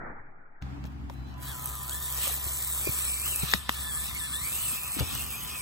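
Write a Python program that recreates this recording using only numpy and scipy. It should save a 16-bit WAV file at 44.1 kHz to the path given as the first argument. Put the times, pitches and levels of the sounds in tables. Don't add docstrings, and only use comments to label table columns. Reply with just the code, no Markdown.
import sys
import numpy as np
from scipy import signal
from scipy.fft import rfft, irfft, next_fast_len
from scipy.io import wavfile
from scipy.ndimage import uniform_filter1d, map_coordinates

SR = 44100
rng = np.random.default_rng(int(sys.argv[2]) if len(sys.argv) > 2 else 0)


def generate_wav(signal):
    frames = np.transpose(np.atleast_2d(signal))
    scaled = np.clip(frames, -1, 1) * 32767
    pcm = np.round(scaled).astype(np.int16)
    wavfile.write(sys.argv[1], SR, pcm)


def rack_gain(trim_db):
    fader = np.asarray(trim_db, float)
    return 10 ** (fader / 20)


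N = 247401
T = np.arange(N) / SR
CUT_S = .617

# pitch_hz, level_db (per Hz)
AIR_LOW = [(15, -51), (25, -4), (64, 0.5), (134, -3), (284, -15), (450, -27), (580, -56), (990, -120)]
AIR_MID = [(210, -67), (350, -4), (505, -13), (770, -2), (983, -6.5), (1720, -11), (9000, -33.5),
           (11700, -61), (19800, -120)]
# centre_s, rise_db, half_width_s
GUSTS = [
    (.85, 7.5, 1),
    (3.0, 2, 0.29),
    (4.2, 6.5, 0.59),
    (5.15, 8, 0.19),
    (5.5, 4, 0.12),
]
AIR_LOW_DB, AIR_MID_DB = -60.5, -62
SWIRL_DB = -2
HISS_DB = -77.5

# time_s, level_db
HUM = [(.62, -40.5), (1.1, -42), (1.7, -45), (2.3, -43), (3.2, -43.5), (3.8, -42), (4.4, -50.5),
       (4.9, -55.5), (5.61, -48)]
# pitch_hz, level_db
DRONES = [(196.8, -52), (241, -57), (263, -60), (285, -53), (331, -61)]
FIRING_HZ, SECOND_DB, SECOND_FADE_DB_PER_S = 65.6, -46, 3.5

# pitch_hz, level_db (per Hz)
SLOW_COLOUR = [(290, -17), (500, -14), (823, -5), (1070, -13), (1380, -5), (1930, -11), (2450, -24.5),
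               (3180, -47), (5390, -120)]
LAND_S, LAND_DB, RISE_DB_PER_S, SETTLE_S, REST_DB = 0.068, -46, 48, 0.18, -66
RUMBLE_DB, RUMBLE_FOLLOWS = 2.5, 1.2
HEAVE_DB, HEAVE_SWING_DB = -46, 2.5

# start_s, peak_db, pitch_hz, t60_s
KNOCKS = [(0.847, -33, 196, 0.035), (1.098, -34.5, 930, 0.015), (1.103, -38, 523, 0.019),
          (2.27, -37, 530, 0.046), (2.295, -38, 703, 0.036), (2.31, -42, 454, 0.033),
          (2.872, -33, 530, 0.025), (5.007, -30, 484, 0.029), (2.87, -23, 350, 0.027),
          (3.432, -21, 150, 0.038), (3.544, -24, 169, 0.0397), (3.6935, -14, 1040, 0.0072),
          (3.6932, -17.5, 2020, 0.008), (3.6932, -24, 2660, 0.0064), (3.695, -33, 420, 0.011),
          (3.5364, -14.5, 1950, 0.013), (3.538, -31, 570, 0.011), (3.5365, -20.5, 1230, 0.013),
          (3.5364, -18, 2100, 0.011), (3.538, -21, 4400, 0.0076), (3.696, -34, 190, 0.026),
          (4.726, -42, 224, 0.049), (4.966, -28.5, 280, 0.033), (4.984, -31, 190, 0.059),
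          (5.13, -31, 220, 0.02)]
# start_s, peak_db, pitch_hz, t60_s
THUDS = [
    (0.844, -31, 110, 0.032),
    (2.459, -32, 85, 0.051),
    (2.889, -23.5, 113, 0.034),
    (5.005, -21.5, 119, 0.069),
    (5.016, -26, 77, 0.11),
]
HARD_HZ = 800

# start_s, peak_db, pitch_hz
SNAPS = [(0.623, -42, 1190), (0.84, -39.5, 1800), (.853, -44, 1520), (.9194, -55, 4470),
         (1.0982, -39.5, 1170), (1.3402, -48, 4000), (1.3808, -51, 9100), (1.4293, -33, 8950),
         (1.6237, -30, 9150), (1.6578, -20.5, 9100), (1.753, -30, 9150), (1.8316, -27.5, 9050),
         (1.8943, -21, 5100), (1.93, -29, 8060), (2.025, -26, 7650), (2.102, -26, 8790), (2.146, -27, 9000),
         (2.572, -26, 6000), (2.626, -21, 9400), (2.8529, -34, 6940), (3.081, -33, 9000),
         (3.154, -29.5, 6027), (3.2002, -35, 6000), (3.259, -24, 8060), (3.3595, -18, 9500),
         (3.514, -21, 6000), (3.537, -11.5, 4100), (3.693, -15.5, 4440), (4.17, -27.5, 5970),
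         (4.975, -41, 900), (4.991, -26.5, 1030), (4.9962, -20.5, 7000), (4.9982, -18.5, 2320),
         (5.155, -29, 2000), (5.1505, -23, 8100)]
SNAP_T60_S, SNAP_FALL_DB = 0.015, 13
# start_s, peak_db
TICKS = [(1.4132, -36), (1.6437, -23), (1.8791, -29), (2.0303, -32), (2.3406, -26), (2.456, -35),
         (2.5332, -33), (2.5795, -32), (2.798, -24), (2.892, -20), (2.9457, -34), (2.9652, -31),
         (3.039, -30), (3.1642, -30), (3.266, -19), (3.3109, -14), (3.3927, -19), (3.4461, -33),
         (3.4955, -31), (3.5349, -25), (3.6915, -29), (3.7619, -36), (4.0951, -22.5), (4.1485, -20),
         (4.5067, -23), (4.5281, -27), (4.5865, -20), (4.6618, -28), (4.6818, -30), (4.7257, -26),
         (4.7471, -30), (4.8105, -27), (4.8239, -24), (4.8334, -18), (4.8474, -22), (4.8655, -19),
         (4.9207, -31), (4.9357, -30), (4.9611, -30), (4.9951, -15), (5.2689, -30), (5.3093, -51),
         (5.3976, -32), (5.448, -19.5)]
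TICK_T60_S, TICK_DB = 0.006, 0.5

# time_s, motor_effort_db, leaf_depth_db
DRIVE = [(1.35, -104, -81), (1.43, -54, -46), (1.49, -48, -43.5), (1.6, -55, -43.5), (1.84, -52, -43.5),
         (2.25, -42.5, -34), (2.5, -46.5, -38), (2.97, -42.5, -34), (3.1, -42, -42.5), (3.28, -42.5, -35.5),
         (3.51, -46, -38), (3.74, -44, -43.5), (4.0, -47.5, -41), (4.26, -42.5, -49), (4.55, -43, -36),
         (4.94, -47.5, -40.5), (5.2, -49.5, -39), (5.61, -43, -43)]
# pitch_hz, width_hz, level_db
SHELL = [(1206, 177, 1), (1801, 64, 0), (2176, 500, -6.5), (3396, 290, -7), (4310, 110, -8),
         (4880, 240, -10.5)]
# pitch_hz, width_hz, level_db
CAN = [(8140, 720, 9), (10070, 1760, 3)]
# centre_s, change_db, half_width_s
CAN_SWELLS = [(1.58, -2, .06), (1.73, 5, 0.051), (2.25, 0, .06), (2.39, -10, 0.041), (2.6, 3, 0.065),
              (2.84, 1, .1), (3.08, 5, 0.1), (3.25, -1, .07), (3.41, 3, 0.07), (3.7, -4.5, 0.07),
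              (3.95, 7.5, 0.071), (4.22, 3.5, .06), (4.39, 1, .06), (4.55, 0.5, 0.056), (4.7, 8, 0.029),
              (4.82, -8, 0.054), (4.93, 8.5, 0.068), (5.06, 4, 0.046), (5.16, 5, 0.036), (5.3, -5, 0.047),
              (5.43, -14, 0.09), (5.55, -5.5, 0.053)]
# pitch_hz, level_db (per Hz)
RUSTLE = [(5000, -13.5), (7000, -5.5), (9500, 2.5), (11500, -4), (13000, -3), (14200, -4.5), (15600, 0.5)]
# pitch_hz, level_db (per Hz)
CRUSH = [(500, -8.5), (1500, -26), (2500, 5), (4000, 7), (4700, 0), (5500, 2.5), (7000, -7), (9000, -40)]
# start_s, rustle_db, crush_db, hold_s, t60_s
STIRS = [
    (0.6, -89, -57, 0.015, 0.15),
    (0.85, -64, -58.5, 0.022, 0.061),
    (1.092, -68, -70, 0.045, 0.28),
    (1.266, -75, -66, 0.048, 0.13),
]
STIR_ATTACK_S = 0.0037
# centre_s, crush_db, half_width_s
SCRAPES = [
    (1.51, -66, 0.069),
    (2.25, -48, 0.048),
    (3.078, -59, 0.031),
    (3.505, -45, 0.061),
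    (3.72, -62, 0.15),
    (4.08, -54, 0.07),
    (4.73, -64, 0.094),
    (5.0, -55, .02),
    (5.1, -53.5, 0.14),
    (5.5, -62, 0.015),
]
STALL_S, FREE_S, STALL_DB = 3.55, 3.69, 17.5
SHELL_DB, SHELL_FOLLOWS, CRUSH_DB, CRUSH_FOLLOWS = -52.5, 0.37, -52, 1
SHAFT_BEAT, SHAFT_BEAT_TWICE, LEAF_BEAT, MESH_BEAT = .34, .17, .2, .6

# time_s, tooth_rate_hz, whine_db
GEAR = [(1.42, 1450, -68), (1.6, 1280, -58), (1.82, 1200, -55), (2.0, 1820, -60), (2.32, 1880, -59),
        (2.72, 1880, -57), (2.95, 2250, -57), (3.22, 2330, -52), (3.42, 2550, -51), (3.5, 1750, -57),
        (4.0, 1730, -56), (4.36, 1780, -56), (4.5, 2350, -53), (4.72, 2550, -53), (4.9, 2450, -54),
        (5.0, 2250, -58), (5.15, 2750, -54), (5.61, 2280, -53)]
# centre_s, change_hz, half_width_s
SLIPS = [(1.495, 300, .04), (1.87, -70, .06), (1.937, 140, .025), (2.06, -70, .03), (2.115, 430, .03),
         (2.25, 300, .035), (2.37, 90, .04), (2.58, 500, .09), (2.725, -90, .02), (2.815, 250, .03),
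         (2.872, 290, .035), (2.94, -150, .02), (2.985, 110, .03), (3.29, 760, .045), (3.35, -60, .02),
         (3.385, 110, .025), (3.47, -230, .022), (3.77, -40, .02), (3.935, -110, .02), (4.11, 280, .06),
         (4.168, 380, .028), (4.22, -60, .02), (4.3, -380, .024), (4.4, -100, .018), (4.45, 110, .03),
         (4.525, 150, .02), (4.57, 370, .04), (4.635, 560, .04), (4.79, 150, .02), (4.82, -40, .015),
         (4.872, 190, .022), (4.915, -80, .02), (4.97, -120, .025), (5.068, 140, .022), (5.115, -130, .022),
         (5.15, 60, .025), (5.17, 200, .02), (5.22, 120, .015), (5.27, 230, .038), (5.325, -130, .025),
         (5.425, 520, .022), (5.47, 720, .03), (5.555, 250, .025)]
# centre_s, change_db, half_width_s
WHINE_SWELLS = [(1.51, 3.5, 0.047), (1.66, 0.5, .04), (1.78, 1, 0.025), (1.97, -4, 0.041), (2.07, 0.5, 0.028),
                (2.45, -9, 0.085), (2.6, -5, 0.13), (2.73, 6.5, 0.025), (2.78, -14, 0.055), (2.87, 15.5, 0.039),
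                (3.04, -1, .03), (2.97, 1, 0.014), (3.15, -1.5, 0.087), (3.29, 0, 0.03), (3.4, -3, 0.027),
                (3.47, 4, 0.041), (3.52, 3, 0.022), (3.58, -9, 0.063), (3.65, -13, .03), (3.72, -18, 0.037),
                (3.81, -9, 0.034), (3.77, 6, 0.015), (3.88, 2, 0.027), (3.98, -3.5, 0.031), (4.08, -9, 0.054),
                (4.16, 8.5, 0.012), (4.24, 1, 0.013), (4.35, 2, 0.026), (4.47, 4.5, 0.044), (4.59, -3.5, 0.035),
                (4.73, -1.5, .03), (4.91, 0, .02), (4.96, 1, 0.015), (5.02, 0, 0.027), (5.07, -4, 0.018),
                (5.27, -7.5, 0.039), (5.35, 1.5, 0.031), (5.41, -10.5, 0.036), (5.465, -19, 0.023),
                (5.51, -5, 0.017)]
# centre_s, level_db, half_width_s, pitch_hz
CHATTER = (0, -57.5, 0.54, 4420.5)
PINION_TEETH = 11
BOG_DB_PER_HZ, SPIN_DB_PER_HZ = .03, .003
# multiple, level_db
SWITCH_ORDERS = [(1, 0), (3, -16), (4, -11), (5, -30)]
SWITCH_HZ, SWITCH_S = 1005.3, 1.14
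SWITCH_LOAD_S = 1.277
SWITCH_IDLE_DB, SWITCH_PEAK_DB, SWITCH_PEAK_S, SWITCH_SPREAD_S = -62.5, 6.5, 1.78, 0.51

# pitch_hz, likeness (0-1)
ALIKE = [(60, .98), (300, .72), (1200, .9), (2200, .75), (2900, .955), (4700, .7), (9700, .96), (14600, .9)]
# pitch_hz, lead_radians
LEAD = [(0, 0), (1700, .4), (2600, 2.9), (3300, 3.4), (4400, 7.1), (5300, 4.8), (6100, 6.28), (16200, -2.7)]
# pitch_hz, difference_db
LOUDER = [(300, 2), (700, -2.5), (2200, 3), (2900, 1), (3700, 4), (4600, -2), (5400, 4), (7000, 0)]
# time_s, pitch_hz
BEARING = [(1.4, 2600), (1.75, 2450), (2.4, 2870), (2.93, 2800), (3.27, 3450), (3.75, 2750), (4.4, 2900),
           (4.85, 3470), (5.2, 4000), (5.45, 4400)]
# from_s, to_s, clarity (0-1)
BLURS = [(.6, 1.43, .35), (1.6, 1.67, .5), (1.88, 1.93, .6), (2.1, 2.38, .3), (2.96, 3.04, .6),
         (3.31, 3.74, .2), (4.03, 4.08, .6), (4.44, 4.78, .35), (4.96, 5.27, .4), (5.27, 5.5, .88),
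         (5.5, 5.7, .7)]
GROUND_DB, GROUND_RISE_DB_PER_S = -9, 1.6
FICKLE_DB, STARVED = 4, 2.1
# low_hz, high_hz
STARVED_HZ = (3300, 5800)


def unit(x):
    return x / np.sqrt(np.mean(x ** 2) + 1e-20)


def along(points, hz):
    f, v = np.transpose(points)
    return np.interp(np.log(hz + 1), np.log(f + 1), v)


def curves(rows):
    s, *cols = np.transpose(rows)
    return [np.interp(T, s, c) for c in cols]


def bumps_at(rows):
    return sum(height * np.exp(-((T - s) / width) ** 2) for s, height, width in rows)


def wobble(rate):
    return map_coordinates(rng.standard_normal(int(N * rate / SR) + 4), [T * rate])


def filtered(x, response):
    m = next_fast_len(N + 8192)
    return irfft(rfft(x, m) * response(np.fft.rfftfreq(m, 1 / SR)), m)[..., :N]


def shape(points):
    return lambda hz: rack_gain(along(points, hz))


def modes(table):
    def response(f):
        return sum((-1) ** k * rack_gain(db) * 1j * f * w / (c * c - f * f + 1j * f * w)
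                   for k, (c, w, db) in enumerate(table))
    return response


def band(lo_hz, hi_hz):
    return lambda f: modes([(np.sqrt(lo_hz * hi_hz), hi_hz - lo_hz, 0)])(f) ** 2


def grit(response, per_s, spread_db, share, patchy_db):
    z = signal.stft(rng.standard_normal((2, N)), nperseg=512)[2]
    field = uniform_filter1d(rng.standard_normal(z.shape[1:]), 5, 0)
    field = uniform_filter1d(field, 8, 1)
    noise = signal.istft(z * rack_gain(patchy_db * unit(field)), nperseg=512)[1][:, :N]
    sizes = rack_gain(spread_db * np.minimum(rng.exponential(size=N), 3))
    cracks = (rng.random(N) < per_s / SR) * sizes
    decay = np.exp(-1 / (0.00038 * SR))
    burst = signal.lfilter([1], [1, -decay], cracks) * rng.standard_normal((2, N))
    share = np.clip(share, 0, 1)
    return unit(filtered(np.sqrt(1 - share) * unit(noise) + np.sqrt(share) * unit(burst), response))


def tone(hz, db, flutter_db, rate, blur=0):
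    drift = wobble(rate)
    turn = 2 * np.pi * np.cumsum(hz * np.ones(N)) / SR + blur * drift
    return np.sqrt(2) * rack_gain(db + flutter_db * wobble(rate)) * np.sin([turn, turn + 2 * drift[::-1]])


def woods():
    low_db = AIR_LOW_DB + bumps_at(GUSTS) + wobble(6.8)
    mid_db = AIR_MID_DB + 2.2 * wobble(3.0)
    low = rack_gain(low_db + 10) * grit(lambda hz: shape(AIR_LOW)(hz) * (hz > 50),
                                  per_s=110, spread_db=5, share=0.01, patchy_db=-1)
    mid = rack_gain(mid_db + 9) * grit(shape(AIR_MID), per_s=660, spread_db=9, share=0.038, patchy_db=1.3)
    shared, apart = low * [[1], [.2]] + mid * [[.8], [.7]]
    apart = apart + rack_gain(SWIRL_DB) * filtered(low[1], band(121, 370))
    return np.array([0.66 * shared + apart, 0.68 * shared - apart])


def far_engine():
    db, = curves(HUM)
    second_db = SECOND_DB - SECOND_FADE_DB_PER_S * (T - CUT_S)
    hum = tone(FIRING_HZ, db, 2.2, 16, blur=.4)
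    hum = hum + tone(2 * FIRING_HZ, second_db, 2.2, 16, blur=.45)
    fade_db = 20 * np.clip(T - 1.08, 0, 2)
    return hum + sum(tone(hz, line_db - 1 - fade_db, 3.5, 24, blur=.6) for hz, line_db in DRONES)


def slowed_shot():
    after = np.clip(T - LAND_S, 0, None)
    before = np.clip(LAND_S - T, 0, None)
    db = REST_DB + (LAND_DB - REST_DB) * np.exp(-after / SETTLE_S) - RISE_DB_PER_S * before
    rustle = rack_gain(db + 4) * grit(shape(SLOW_COLOUR), per_s=300, spread_db=2, share=0.047, patchy_db=-2.5)
    rumble_db = LAND_DB + RUMBLE_FOLLOWS * (db - LAND_DB) + RUMBLE_DB
    rumble = rack_gain(rumble_db) * grit(band(16, 400), per_s=250, spread_db=1.5, share=0.1, patchy_db=1.2)
    heave_db = HEAVE_DB + HEAVE_SWING_DB * np.cos(2 * np.pi * (T - .15) / 0.65)
    heave = np.sqrt(2) * rack_gain(heave_db) * np.sin(2 * np.pi * 9.6 * (T - .235))
    mix = rustle * [[.75], [.9]] + rumble * [[1], [.45]] + heave * [[1], [.1]]
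    mid, side = filtered(mix, lambda hz: hz < 2480)
    return np.array([mid + side, mid - side]) * (T < CUT_S)


def knocks():
    out, puff = np.zeros((2, N + 8192)), np.zeros((2, N + 8192))
    t = np.arange(8192) / SR
    for s, db, hz, t60 in KNOCKS + THUDS:
        soft = hz < HARD_HZ
        turn = 2 * np.pi * hz * (t + soft * 0.22 * 0.0029 * (1 - np.exp(-t / 0.002)))
        attack_s = min(0.0036, (0.98 if soft else .3) / hz)
        swing = rack_gain(db + 6.5 - 60 * t / t60) * (1 - np.exp(-t / attack_s))
        paths = np.array([np.sin(turn), (1 + 2 * soft) * np.sin(turn - 1.4)])
        out[:, round(s * SR):][:, :len(t)] += swing * paths
        puff[:, round(s * SR):][:, :len(t)] += swing * rng.standard_normal((2, len(t)))
    return out[:, :N] + rack_gain(2) * filtered(puff[:, :N], band(132, 820))


def snaps():
    out, t = np.zeros((4, 2, N + 4096)), np.arange(4096) / SR
    edges = [(7840, 13000), (4900, 7900), (2900, 5360), (456, 3930)]
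    band_db = np.array([8.9, 5.6, 8.8, 14])
    envelope = rack_gain(-60 * t / SNAP_T60_S) * (1 - np.exp(-t / 0.00022))
    for s, db, hz in SNAPS:
        burst = envelope * rng.standard_normal((1, 2, len(t)))
        burst[..., 20] += 1.5
        octaves = np.abs(np.log2(np.sqrt(np.prod(edges, axis=1)) / hz))
        gain = rack_gain(db + band_db - SNAP_FALL_DB * octaves)[:, None, None]
        out[..., round(s * SR):][..., :len(t)] += gain * burst
    return sum(filtered(part[:, :N], band(*edge)) for part, edge in zip(out, edges))


def ticks():
    out, t = np.zeros((2, N + 1024)), np.arange(1024) / SR
    for s, db in TICKS + [row[:2] for row in SNAPS if row[2] > 7500]:
        burst = rack_gain(db + TICK_DB - 60 * t / TICK_T60_S) * rng.standard_normal((2, len(t)))
        out[:, round(s * SR):][:, :len(t)] += burst
    return filtered(out[:, :N], band(9500, 16000))


def tooth_hz():
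    return curves(GEAR)[0] + bumps_at(SLIPS)


def shaft_turn():
    return 2 * np.pi * np.cumsum(tooth_hz()) / PINION_TEETH / SR


def rolling():
    effort_db, depth_db = curves(DRIVE)
    stall_db = STALL_DB * np.clip((T - STALL_S) / (FREE_S - STALL_S - .04), 0, 1) * (T < FREE_S)
    effort_db, depth_db = effort_db - 0.51 * stall_db, depth_db - stall_db

    s, stir_db, press_db, hold, t60 = np.transpose(STIRS)[..., None]
    since = np.clip(T - s, 0, None)
    stir = (1 - np.exp(-since / STIR_ATTACK_S)) * rack_gain(-60 * np.clip(since - hold, 0, None) / t60)
    scrape = bumps_at([(at, rack_gain(db), width) for at, db, width in SCRAPES])

    shell_gain = rack_gain(SHELL_DB + SHELL_FOLLOWS * (effort_db + 47) - 0.096 * stall_db) + 0.51 * scrape
    crush_gain = rack_gain(CRUSH_DB + CRUSH_FOLLOWS * (effort_db + 47.5)) + 1.84 * scrape
    crush_gain = crush_gain + (rack_gain(press_db) * stir).sum(axis=0)
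    rustle_gain = rack_gain(depth_db) + (rack_gain(stir_db) * stir).sum(axis=0)

    bumps = wobble(24.91)
    turn = shaft_turn() + .4 * wobble(30)
    throb = 1 + SHAFT_BEAT * np.cos(turn) + SHAFT_BEAT_TWICE * np.cos(2 * turn)
    shell = shell_gain * rack_gain(3 + 1.2 * wobble(30))
    shell = shell * grit(modes(SHELL), per_s=500, spread_db=2.5, share=.2, patchy_db=1.8)
    can = rack_gain(effort_db + bumps_at(CAN_SWELLS) + 6 + 1.7 * bumps + wobble(7.3)) * throb
    can = can * grit(lambda f: modes(CAN)(f) * np.clip((f - 6300) / 1200, 0, 1),
                     per_s=530, spread_db=3, share=0.085, patchy_db=2)
    rustle = rustle_gain * rack_gain(6 + 0.66 * bumps) * (1 + LEAF_BEAT * np.cos(turn))
    rustle = rustle * grit(shape(RUSTLE), per_s=420, spread_db=2.5, share=0.4, patchy_db=4)
    crush = crush_gain * rack_gain(2.5 + .8 * bumps)
    crush = crush * grit(shape(CRUSH), per_s=700, spread_db=3, share=.15, patchy_db=3)
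    return shell + can + rustle + crush


def speed_controller():
    db = SWITCH_IDLE_DB + bumps_at([(SWITCH_PEAK_S, SWITCH_PEAK_DB, SWITCH_SPREAD_S)])
    lines = 0
    for k, order_db in SWITCH_ORDERS:
        fade_in = np.clip((T - SWITCH_LOAD_S) / 0.11 + 9 * (k > 1), 0, 1)
        lines = lines + tone(k * SWITCH_HZ, db + 3 + order_db, 2.7, 21) * fade_in
    return lines * (T > SWITCH_S)


def gear_whine():
    db, slip_hz = curves(GEAR)[1], bumps_at(SLIPS)
    db = db + BOG_DB_PER_HZ * np.minimum(slip_hz, 0) + SPIN_DB_PER_HZ * np.maximum(slip_hz, 0)
    db = db + bumps_at(WHINE_SWELLS) + 4 + .8 * wobble(20)
    hz = tooth_hz() * (1 + .009 * wobble(35) + .005 * wobble(90))
    first = tone(hz, db + 1.5, 2.2, 100, blur=.55) * [[1], [.15]]
    first = first * (1 + MESH_BEAT * np.cos(shaft_turn()))
    second = tone(2 * hz, db + 1, 3.5, 120, blur=.9)
    upper = tone(3 * hz, db - 11, 5, 300, blur=2.2) + tone(5 * hz, db - 10, 5, 340, blur=2.4)
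    mesh = first + filtered(first, band(1706, 1784)) + upper
    mesh = mesh + rack_gain(4) * filtered(second, band(3100, 4000)) + rack_gain(2) * filtered(second, band(3296, 3377))
    s, chatter_db, width, chatter_hz = CHATTER
    mesh = mesh + bumps_at([(s, 1, width)]) * tone(chatter_hz, chatter_db, 4, 160, blur=1.1)
    return mesh * (T > GEAR[0][0])


def motor():
    return gear_whine() + speed_controller()


def ports(paths):
    hz, t, (direct, scattered) = signal.stft(paths, SR, nperseg=1024)
    s, opposed_hz = np.transpose(BEARING)
    blur = sum((1 - left) * (t > a) * (t < b) for a, b, left in BLURS)
    clarity = uniform_filter1d(1 - blur, size=5)
    reach = np.clip((6100 - hz[:, None]) / 2500, 0, 1) * (hz[:, None] > 1900)
    moved = hz[:, None] * (2950 / np.interp(t, s, opposed_hz)) ** reach
    turn = np.arccos(along(ALIKE, moved) * clarity ** reach) / 2
    mid, side = np.cos(turn) * direct, np.sin(turn) * scattered
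    tilt = rack_gain(along(LOUDER, moved) / 2) * np.exp(-.5j * np.interp(moved, *np.transpose(LEAD)))
    return signal.istft(np.array([(mid + side) * tilt, (mid - side) / tilt]), SR, nperseg=1024)[1][:, :N]


def scene():
    whine = motor()
    close = ports(far_engine() + whine + rolling() + snaps() + knocks() + ticks())
    ground_gain = rack_gain(GROUND_DB + GROUND_RISE_DB_PER_S * (T - GEAR[0][0]))
    close = close + ground_gain * filtered(whine[0], band(2230, 3400))
    close = close + woods() + rack_gain(HISS_DB) * rng.standard_normal((2, N))
    return slowed_shot() + close * np.clip((T - CUT_S) / 0.006, 0, 1)


def joint_stereo(x, gap_db, masked_db, from_hz, masked_hz, top_hz):
    hz, _, z = signal.stft(np.array([x[0] + x[1], x[0] - x[1]]) / 2, SR, nperseg=2048)
    hz = hz[:1024, None]
    bins = np.abs(z[:, :1024]) ** 2
    wide = uniform_filter1d(bins.reshape(2, 128, 8, -1).sum(axis=2), size=2, axis=2)
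    narrow = uniform_filter1d(bins.reshape(2, 256, 4, -1).sum(axis=2), size=3, axis=2)
    whim = uniform_filter1d(rng.standard_normal(wide[:, ::2].shape), size=3, axis=2)
    whim = np.repeat(unit(whim), 2, axis=1)
    gap_db = gap_db + FICKLE_DB * whim
    weak = np.repeat(wide < wide[::-1] * rack_gain(-2 * gap_db), 8, axis=1) & (hz > from_hz)
    around = np.exp(uniform_filter1d(np.log(np.abs(narrow) + 1e-20), size=13, axis=1))
    total = bins[:, 90:300].sum(axis=(0, 1))
    steady = total < 1.6 * uniform_filter1d(total, size=11)
    masked = np.repeat(narrow < around * rack_gain(-2 * masked_db), 4, axis=1) & steady
    masked = masked & (hz > masked_hz[0]) & (hz < masked_hz[1])
    starved = np.repeat(whim < -STARVED, 8, axis=1) & steady
    starved = starved & (hz > STARVED_HZ[0]) & (hz < STARVED_HZ[1])
    kept = ~(weak | starved | masked) & (hz < top_hz)
    kept = np.pad(kept, ((0, 0), (0, 1), (0, 0)))
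    mid, side = signal.istft(z * kept, SR, nperseg=2048)[1][:, :N]
    return np.array([mid + side, mid - side])


def roll_off(x):
    return signal.sosfilt(signal.butter(12, 16670, fs=SR, output="sos"), x)


def record(dry):
    stored = joint_stereo(dry, gap_db=9, masked_db=2.2, from_hz=2000, masked_hz=(2000, 7300), top_hz=15850)
    return roll_off(stored)


dry = scene()
out = record(dry)
generate_wav(out)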